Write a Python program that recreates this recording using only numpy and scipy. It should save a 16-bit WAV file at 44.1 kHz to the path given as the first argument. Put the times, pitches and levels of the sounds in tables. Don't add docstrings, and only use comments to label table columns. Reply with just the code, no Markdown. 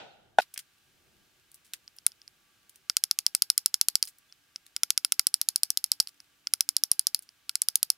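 import sys
import numpy as np
from scipy import signal
from scipy.fft import rfft, irfft, next_fast_len
from scipy.io import wavfile
from scipy.ndimage import uniform_filter1d, minimum_filter1d

SR = 44100
rng = np.random.default_rng(int(sys.argv[2]) if len(sys.argv) > 2 else 0)


def dump(signal):
    limited = np.clip(np.atleast_2d(signal).T, -1, 1)
    pcm = np.round(limited * 32767).astype(np.int16)
    wavfile.write(sys.argv[1], SR, pcm)


N = 351477
FAST_FROM_S = .404


def amp(db):
    return 10 ** (np.asarray(db) / 20)


def unit_rms(x):
    return x / np.sqrt(np.mean(x ** 2) + 1e-20)


def unit_energy(x):
    return x / np.sqrt(np.sum(x ** 2, axis=-1, keepdims=True) + 1e-20)


def clock(size):
    return np.arange(size) / SR


def add(track, start_s, sound):
    part = track[:, round(start_s * SR):][:, :sound.shape[-1]]
    part += sound[..., :part.shape[1]]


def along(points, hz):
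    freqs, values = np.transpose(points)
    return np.interp(np.log(hz + 1), np.log(freqs + 1), values)


def colour(x, spectrum, tilt_db=0):
    size = 2 * next_fast_len(x.shape[-1])
    hz = np.fft.rfftfreq(size, 1 / SR)
    level_db = along(spectrum, hz) + tilt_db * np.log2(np.maximum(hz, SR / 20) / SR)
    cepstrum = irfft(np.log(amp(level_db)))
    cepstrum[1:size // 2] *= 2
    cepstrum[size // 2 + 1:] = 0
    return irfft(rfft(x, size) * np.exp(rfft(cepstrum)))[..., :x.shape[-1]]


def stereo_noise(size, side_db):
    mid, side = rng.standard_normal((2, size))
    return np.array([mid + amp(side_db) * side, mid - amp(side_db) * side])


def wash(spectrum, side_db):
    return unit_rms(colour(stereo_noise(N, side_db), spectrum))


def fade(t, t60_s, attack_s):
    return amp(-60 * t / t60_s) * (1 - np.exp(-(t / attack_s) ** 2))


def burst(t, spectrum, t60_s, attack_s, side_db, tilt_db=0):
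    noise = stereo_noise(len(t), side_db) * fade(t, t60_s, attack_s)
    return unit_energy(colour(noise, spectrum, tilt_db))


def ring(t, modes, attack_s, scatter_db=0, detune=.008):
    out = np.zeros(len(t))
    for k, (hz, db, t60_s) in enumerate(modes):
        level_draw, pitch_draw = rng.standard_normal(2)
        tone = np.sin(2 * np.pi * hz * (1 + detune * pitch_draw) * t)
        out += (-1) ** k * amp(db + scatter_db * level_draw) * tone * fade(t, t60_s, attack_s)
    return unit_energy(out)


# f/Hz, relative level/dB, t60/s
BODY_MODES = [(970, -12, 0.0054), (1390, -8, 0.018), (2164, -0.5, 0.0094), (2677, -4, 0.01),
              (3380, 9.5, 0.0054), (3890, -5.5, 0.013)]
MID_MODES = [(4521, 0.5, 0.0057), (5218, 3.5, 0.006), (5895, -9.5, .005)]
TOP_MODES = [(9670, -6, 0.008), (10275, -19, 0.012)]


def wood_rings(t, lowest_mid_db):
    (hz, db, t60_s), *upper_modes = MID_MODES
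    body = ring(t, BODY_MODES, attack_s=.00055, scatter_db=2.5)
    mid = ring(t, [(hz, db + lowest_mid_db, t60_s), *upper_modes], attack_s=.00017, scatter_db=3)
    top = ring(t, TOP_MODES, attack_s=.00028, scatter_db=3)
    return body, mid, top


# f/Hz, relative level/dB
CRACK_SPECTRUM = [(40, -47), (600, -41.5), (1800, -33.5), (3000, -19.5), (4200, 1.5), (6500, 0),
                  (8500, -0.5), (10500, -7), (14000, -25)]
SPLINTER_SPECTRUM = [(3000, -50), (8000, -25.5), (10500, 4.5), (11500, 8.5), (12300, 7.5), (13400, -4.5),
                     (15000, -0.5), (15700, -16.5), (17000, -32.5)]


def fibres(t, opening):
    crack = burst(t, CRACK_SPECTRUM, t60_s=.0024, attack_s=.00015, side_db=-16.5, tilt_db=.83 * opening)
    splinter = burst(t, SPLINTER_SPECTRUM, t60_s=.0036, attack_s=.00005, side_db=-14)
    return crack, splinter


# t/s, split onset/s, opening time/s, final opening/0-1, thud re chop/dB
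SPLIT_RUNS = [(2.0, 2.921, .4, 0.54, -42.5), (4.5, 5.164, .28, 1, -45), (6.4, 6.618, 0.12, 0.96, -45),
              (7.4, 7.51, 0.11, 0.76, -45.5)]


def split(at_s):
    _, onset_s, span_s, final, thud_db = [run for run in SPLIT_RUNS if run[0] <= at_s][-1]
    return final * np.clip((at_s - onset_s) / span_s, 0, 1), thud_db


# t/s, level/dB, brightness/dB, lowest mid mode offset/dB
CHOPS = [(2.0651, 0, 5.5, -4.0), (2.898, 2.5, -18, 6), (2.9682, 4.5, -7, 1), (3.0385, 1, -2.5, -16),
         (3.1116, 3, -9, -1), (3.1882, 3, -6, -2.5), (3.265, 6, -12, -6), (3.3497, 6, -4.5, -6.5),
         (3.4215, 6, -3.5, 2.5), (3.5013, 5.5, -7.0, -10), (3.5783, 6.5, -3.0, -16.5),
         (3.6601, 3.5, -3, -8), (3.7421, 4.5, -9, -18), (3.8127, 6, -5, -6), (3.8851, 4, -2, 22.5),
         (3.9549, 6, -9, -1.5), (4.027, 7.0, -10.5, -0.5), (4.5599, -9.5, -29, -10),
         (4.7642, -4.5, -8, -14), (4.8337, 3, -5.5, -5.5), (4.9046, 5, -7, -1), (4.9769, 2.5, -6.5, -3),
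         (5.048, 2.5, -4.5, 0.5), (5.1217, 5.5, -3, -7), (5.1945, 7, -6, -12.5), (5.269, 1.0, 0, -14),
         (5.3417, 4, -6, -3.5), (5.4144, 1.5, -3.5, 4.5), (5.4875, 1, -1.5, -9.5),
         (5.5596, 2.5, -6.5, -0.5), (5.6333, 3.5, -3.0, -11.5), (5.7039, 0.5, -4, -3), (5.7734, 2, -5, -5),
         (5.8416, 1.5, -5.5, -5.5), (5.9175, 4, -6, 0.5), (6.001, 6.5, -11.5, 0.5),
         (6.0045, 5.5, -15.5, -0.5), (6.471, -1.5, -26.5, -5), (6.5368, -2, 3, -20.5), (6.6075, 3, 0, -5),
         (6.6902, -0.5, -2, -8.5), (6.7664, 2.5, -6, 3.5), (6.837, 0.5, -1.5, -9), (6.9154, 3.5, 5.5, -2),
         (6.994, 0.5, -0.5, -5.5), (7.0694, 3, -6.0, -3), (7.1463, 5, -8.5, -2), (7.494, -3.5, -9, -8),
         (7.555, -2.0, -3, -10.0), (7.6186, 0, -0.5, -0.5), (7.6857, 0.5, -1.5, -18), (7.756, 1.5, 3, 0),
         (7.8297, 0.5, 1.5, 6), (7.902, 2.0, -1, -12)]
# f/Hz, relative level/dB
THUD_SPECTRUM = [(30, -5.5), (250, 0), (600, 0.5), (1200, -14), (3000, -48.5)]
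# level re chop/dB, slope/(dB per dB of brightness), change at full opening/dB
BODY_LAW, MID_LAW, TOP_LAW = (-8.5, .17, -14), (-.62, 0, 0), (1.9, 1.31, 0)
CRACK_LAW, SPLINTER_LAW = (.94, .49, .53), (-.5, .93, .91)
NEAR_LAW, ROOM_LAW = (-18.5, .24, 0), (-25, .3, 3.7)


def chops():
    out, t = np.zeros((2, N)), clock(8192)
    push = unit_energy(colour(1.0 * (t == 0), THUD_SPECTRUM))
    for start_s, db, bright_db, lowest_mid_db in CHOPS:
        opening, thud_db = split(start_s)
        gain = lambda law: amp(db + np.dot(law, [1, bright_db, opening]))
        thud = amp(db + thud_db + 2 * rng.standard_normal()) * push
        body, mid, top = wood_rings(t, lowest_mid_db)
        body, mid, top = gain(BODY_LAW) * body, gain(MID_LAW) * mid, gain(TOP_LAW) * top
        crack, splinter = fibres(t, opening)
        tear = gain(CRACK_LAW) * crack + gain(SPLINTER_LAW) * splinter
        block = amp(-26.5) * ring(t, [(832, 0, .18)], attack_s=.004)
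        near, far = shop_response(t, ringing=mid + top / 2, click=mid + tear)
        tail = gain(NEAR_LAW) * near + gain(ROOM_LAW) * (block + far)
        add(out, start_s, thud + body + mid + top + tear + tail)
    return out


# f/Hz, relative level/dB
ROOM_SPECTRUM = [(100, -19), (600, -17.5), (820, -12), (1000, -7), (1300, -6.5), (2000, -4.5), (3500, 2),
                 (4900, 6.5), (6500, 0.5), (8500, -1), (9900, 2.5), (12000, 6.5), (15300, -3.5),
                 (16300, -25)]


def shop_response(t, ringing, click):
    near = burst(t, ROOM_SPECTRUM, t60_s=.016, attack_s=.0042, side_db=-10)
    diffuse = burst(t, ROOM_SPECTRUM, t60_s=.12, attack_s=.0017, side_db=-5.5)
    reverb = stereo_noise(len(t), side_db=13) * fade(t, t60_s=.11, attack_s=.003)
    lingering = unit_energy(signal.fftconvolve(np.atleast_2d(ringing), reverb, axes=1)[:, :len(t)])
    return near, amp(-1) * (diffuse + lingering) + amp(-3.5) * wall_echoes(t, click)


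def wall_echoes(t, sound, first_s=.012, span_s=.01, count=5):
    reflections = np.zeros((2, len(t)))
    for lag, left, right in rng.random((count, 3)):
        add(reflections, first_s + lag * span_s, (1 - lag / 2) * np.array([[left], [right]]))
    return unit_energy(signal.fftconvolve(sound, reflections, axes=1)[:, :len(t)])


# t/s, level/dB, crack re knock/dB
HAMMER_BLOWS = [(0.385, 14.5, -15.5), (0.398, -3, -8.5)]
# f/Hz, relative level/dB, t60/s
BILLET_MODES = [(215, -31, 0.036), (455, -11, 0.017), (648, -2.5, 0.026), (793, 4.5, 0.023),
                (1500, -2.5, 0.028), (1593, -18.5, .036), (2520, -17.5, 0.042), (3608, -7, 0.012)]
# t/s, level/dB, t60/s
HAMMER_ECHOES = [(0.4035, -16.5, .05), (0.4163, -14, .065)]


def hammer(cutoff_t60_s=.0028):
    out, t = np.zeros((2, N)), clock(4096)
    for start_s, db, crack_db in HAMMER_BLOWS:
        knock = ring(t, BILLET_MODES, attack_s=.0011)
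        knock = np.array([knock, np.roll(knock, 2)])
        crack = burst(t, CONCRETE_SPECTRUM, t60_s=.033, attack_s=.0005, side_db=-8, tilt_db=-8.5)
        cutoff = amp(-60 * np.maximum(start_s + t - FAST_FROM_S, 0) / cutoff_t60_s)
        add(out, start_s, amp(db) * cutoff * (knock + amp(crack_db) * crack))
    for start_s, db, t60_s in HAMMER_ECHOES:
        add(out, start_s, amp(db) * burst(t, ROOM_SPECTRUM, t60_s, attack_s=.0015, side_db=0, tilt_db=-5))
    return out


# t/s, relative level/dB, brightness/dB
TAPS = [(1.8782, -25.5, -23), (1.986, -26.5, -12), (2.119, -30.5, -13.5), (2.217, -32, -19),
        (2.2781, -26, -14), (4.038, -21, -8), (4.074, -26, -7.5), (4.3247, -29.5, -34), (6.026, -32.5, 1),
        (6.0728, -18, -7.5), (6.091, -31.5, -13), (6.2027, -28.5, -10), (7.1914, -30, 7),
        (7.2906, -30, -13)]


def taps(hand_t60_s=.008):
    out, t = np.zeros((2, N)), clock(2048)
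    for start_s, db, bright_db in TAPS:
        mid = ring(t, MID_MODES, attack_s=.0002, scatter_db=3)
        body = amp(-10.5) * ring(t, BODY_MODES, attack_s=.00035, scatter_db=6.5)
        wood = unit_energy(amp(-60 * t / hand_t60_s) * (mid + body))
        top = amp(1.5) * ring(t, TOP_MODES, attack_s=.000314, scatter_db=12)
        splinter = amp(-6.5) * burst(t, SPLINTER_SPECTRUM, t60_s=.0033, attack_s=.00011, side_db=-9)
        crack = amp(-12) * burst(t, CRACK_SPECTRUM, t60_s=.0059, attack_s=.00026, side_db=3)
        room = amp(-18) * burst(t, ROOM_SPECTRUM, t60_s=.07, attack_s=.002, side_db=2.5)
        add(out, start_s, amp(db + 5) * (wood + amp(bright_db) * (top + splinter) + crack + room))
    return out


# t/s, level/dB, t60/s, tilt/(dB per octave)
LANDINGS = [(.5386, -15, .026, 8), (.5602, -23, .025, -11.5), (.576, -8, .02, 1), (.5905, -13.5, .035, 1.5),
            (1.516, -29.5, .0085, 9), (1.543, -23.5, .008, 8.5), (1.645, -31, .18, 2.5),
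            (1.7349, -8, 0.0226, 1), (1.9646, -31, .012, 11.5), (2.6944, -26, .013, 8),
            (2.758, -28, .018, 6.5), (4.053, -17.5, .013, 8.5), (4.077, -16.5, .055, 5.5),
            (4.184, -31.5, .018, 13), (4.6646, -27, .015, 1.5), (6.082, -23.5, .035, 4),
            (7.222, -26.5, .071, 7.5)]
# f/Hz, relative level/dB
CONCRETE_SPECTRUM = [(200, -27.5), (900, -25), (1600, 0), (3000, 1.5), (5000, 1.5), (7000, -1), (9200, 1.5),
                     (15300, -8.5), (16600, -27.5)]


def clatter(rattle_db=4, settle_db=-10):
    out, t = np.zeros((2, N)), clock(4096)
    for start_s, db, t60_s, tilt_db in LANDINGS:
        chatter = amp(rattle_db * unit_rms(uniform_filter1d(rng.standard_normal(len(t)), size=60)))
        scuff = burst(t, CONCRETE_SPECTRUM, t60_s, attack_s=t60_s / 40, side_db=-10, tilt_db=tilt_db)
        settle = burst(t, CONCRETE_SPECTRUM, t60_s=.09, attack_s=.004, side_db=3, tilt_db=tilt_db)
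        add(out, start_s, amp(db) * unit_energy(chatter * (scuff + amp(settle_db) * settle)))
    return out


def grit(count=45):
    out, t = np.zeros((2, N)), clock(1024)
    for when, size in rng.random((count, 2)):
        tick = burst(t, CONCRETE_SPECTRUM, t60_s=.012, attack_s=.00052, side_db=5.5)
        add(out, FAST_FROM_S + when * (N / SR - FAST_FROM_S), amp(-52 + 9 * size) * tick)
    return out


# f/Hz, relative level/dB
ECHO_LOW_SPECTRUM = [(59, -45.5), (100, -16), (123, -9.5), (150, -14.5), (183, -9), (275, -16.5),
                     (433, -8.5), (802, -2), (1150, -25.5), (1220, -17.5), (1490, -7.5), (1620, -20),
                     (1900, -20), (2470, -50.5), (4180, -120)]
ECHO_HIGH_SPECTRUM = [(1060, -36.5), (1800, -11.5), (2770, -3.5), (3770, -5.5), (4200, -10.5), (7610, -24),
                      (10000, -45), (13000, -80.5), (22000, -120)]
# initial level/dB, t60/s
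ECHO_LOW_DECAYS = [(-48, 0.23), (-52.5, 1.0)]
ECHO_HIGH_DECAYS = [(-54, .2), (-55, .8)]


def dying_echo():
    t = clock(N)
    decay = lambda rows: sum(amp(db - 60 * t / t60_s) for db, t60_s in rows)
    low = decay(ECHO_LOW_DECAYS) * wash(ECHO_LOW_SPECTRUM, side_db=-1.5)
    high = decay(ECHO_HIGH_DECAYS) * wash(ECHO_HIGH_SPECTRUM, side_db=1)
    return low + high


# t/s, length/s, start f/Hz, end f/Hz, level/dB
SQUEAKS = [(0.06, 0.11, 4800, 3620, -68), (4.284, 0.038, 3410, 3500, -63)]


def squeaks():
    out = np.zeros((2, N))
    for start_s, length_s, start_hz, end_hz, db in SQUEAKS:
        hz = np.linspace(start_hz, end_hz, round(length_s * SR))
        add(out, start_s, amp(db) * np.hanning(len(hz)) * np.sin(2 * np.pi * np.cumsum(hz) / SR))
    return out


# f/Hz, relative level/dB
RUMBLE_SPECTRUM = [(12, -43.5), (20, -9), (129, -3), (268, -8.5), (387, -6), (447, -16.5), (484, -6.5),
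                   (532, -19), (585, -15.5), (900, -15), (1170, -45.5), (1980, -120)]
HISS_SPECTRUM = [(350, -40.5), (600, -11.5), (803, -9.5), (922, -10), (1140, -9.5), (1230, -6), (1580, -3),
                 (1870, -6.5), (2570, -3.5), (3000, -4), (6520, -9.5), (10300, -12.5), (14000, -12),
                 (15600, -16), (16500, -36.5)]


def air(natural_speed):
    rumble = amp(-80) * wash(RUMBLE_SPECTRUM, side_db=-7.5)
    hiss = amp(-68.5 - 7 * natural_speed) * wash(HISS_SPECTRUM, side_db=-4.5)
    return rumble + hiss


def swells(rows):
    t = clock(N)
    power = sum(amp(db) ** 2 * np.exp(-2 * ((t - mid_s) / half_s) ** 2) for mid_s, half_s, db in rows)
    return np.sqrt(power)


# centre t/s, half length/s, level/dB
SHUFFLES = [(.25, 0.14, -70), (1.1, 0.28, -72), (2.0, 0.95, -78.5)]


def shuffling():
    return swells(SHUFFLES) * wash(RUMBLE_SPECTRUM, side_db=-7)


# centre t/s, half length/s, level/dB
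HUM_SWELLS = [(5.5, 2.1, -86), (6.72, 0.23, -76)]


def hum():
    band = [(230, -44), (278, -13), (290, 3.5), (302, -19), (360, -50)]
    return swells(HUM_SWELLS) * wash(band, side_db=-16)


# f/Hz, level/dB
WHINE_TONES = [(1160, -86), (1620, -85), (3020, -87)]


def whine(relative_width=.012):
    skirt = [(-6, -60), (-1, -9), (0, 0), (1, -9), (6, -60)]  # offset/widths, level/dB
    band = lambda hz: [(hz * (1 + offset * relative_width), db) for offset, db in skirt]
    return sum(amp(db) * unit_rms(wash(band(hz), side_db=-16)) for hz, db in WHINE_TONES)


def scene():
    natural_speed = np.interp(clock(N), [FAST_FROM_S - .04, FAST_FROM_S], [1, 0])
    work = hammer() + chops() + taps() + clatter() + grit()
    shop = natural_speed * dying_echo() + squeaks() + air(natural_speed) + shuffling() + hum() + whine()
    return work + shop


# f/Hz, left minus right/dB
PORT_BALANCE = [(700, 0.048), (2400, .2), (4600, -1.2), (8100, 0), (10000, 0.93), (15000, -1.2)]
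# f/Hz, left lead/rad
PORT_PHASE = [(800, -0.69), (1700, 0.11), (4800, -.28), (7000, -0.45), (9500, -0.56), (12000, -1.3),
              (15000, -0.67)]


def record(dry):
    ceiling, top_hz = .92, 16600
    size = next_fast_len(N + SR // 2)
    hz = np.fft.rfftfreq(size, 1 / SR)
    side = np.array([[.5], [-.5]])
    ports = amp(side * along(PORT_BALANCE, hz)) * np.exp(1j * side * along(PORT_PHASE, hz))
    heard = irfft(rfft(dry, size) * ports, size)[:, :N]
    needed_gain = 1 / np.maximum(1, np.abs(heard).max(axis=0) / ceiling)
    gain = uniform_filter1d(minimum_filter1d(needed_gain, size=33), size=33)
    low_pass = 1 / np.sqrt(1 + (hz / top_hz) ** 200)
    return irfft(rfft(heard * gain, size) * low_pass, size)[:, :N]


dry = scene()
out = record(dry)
dump(out)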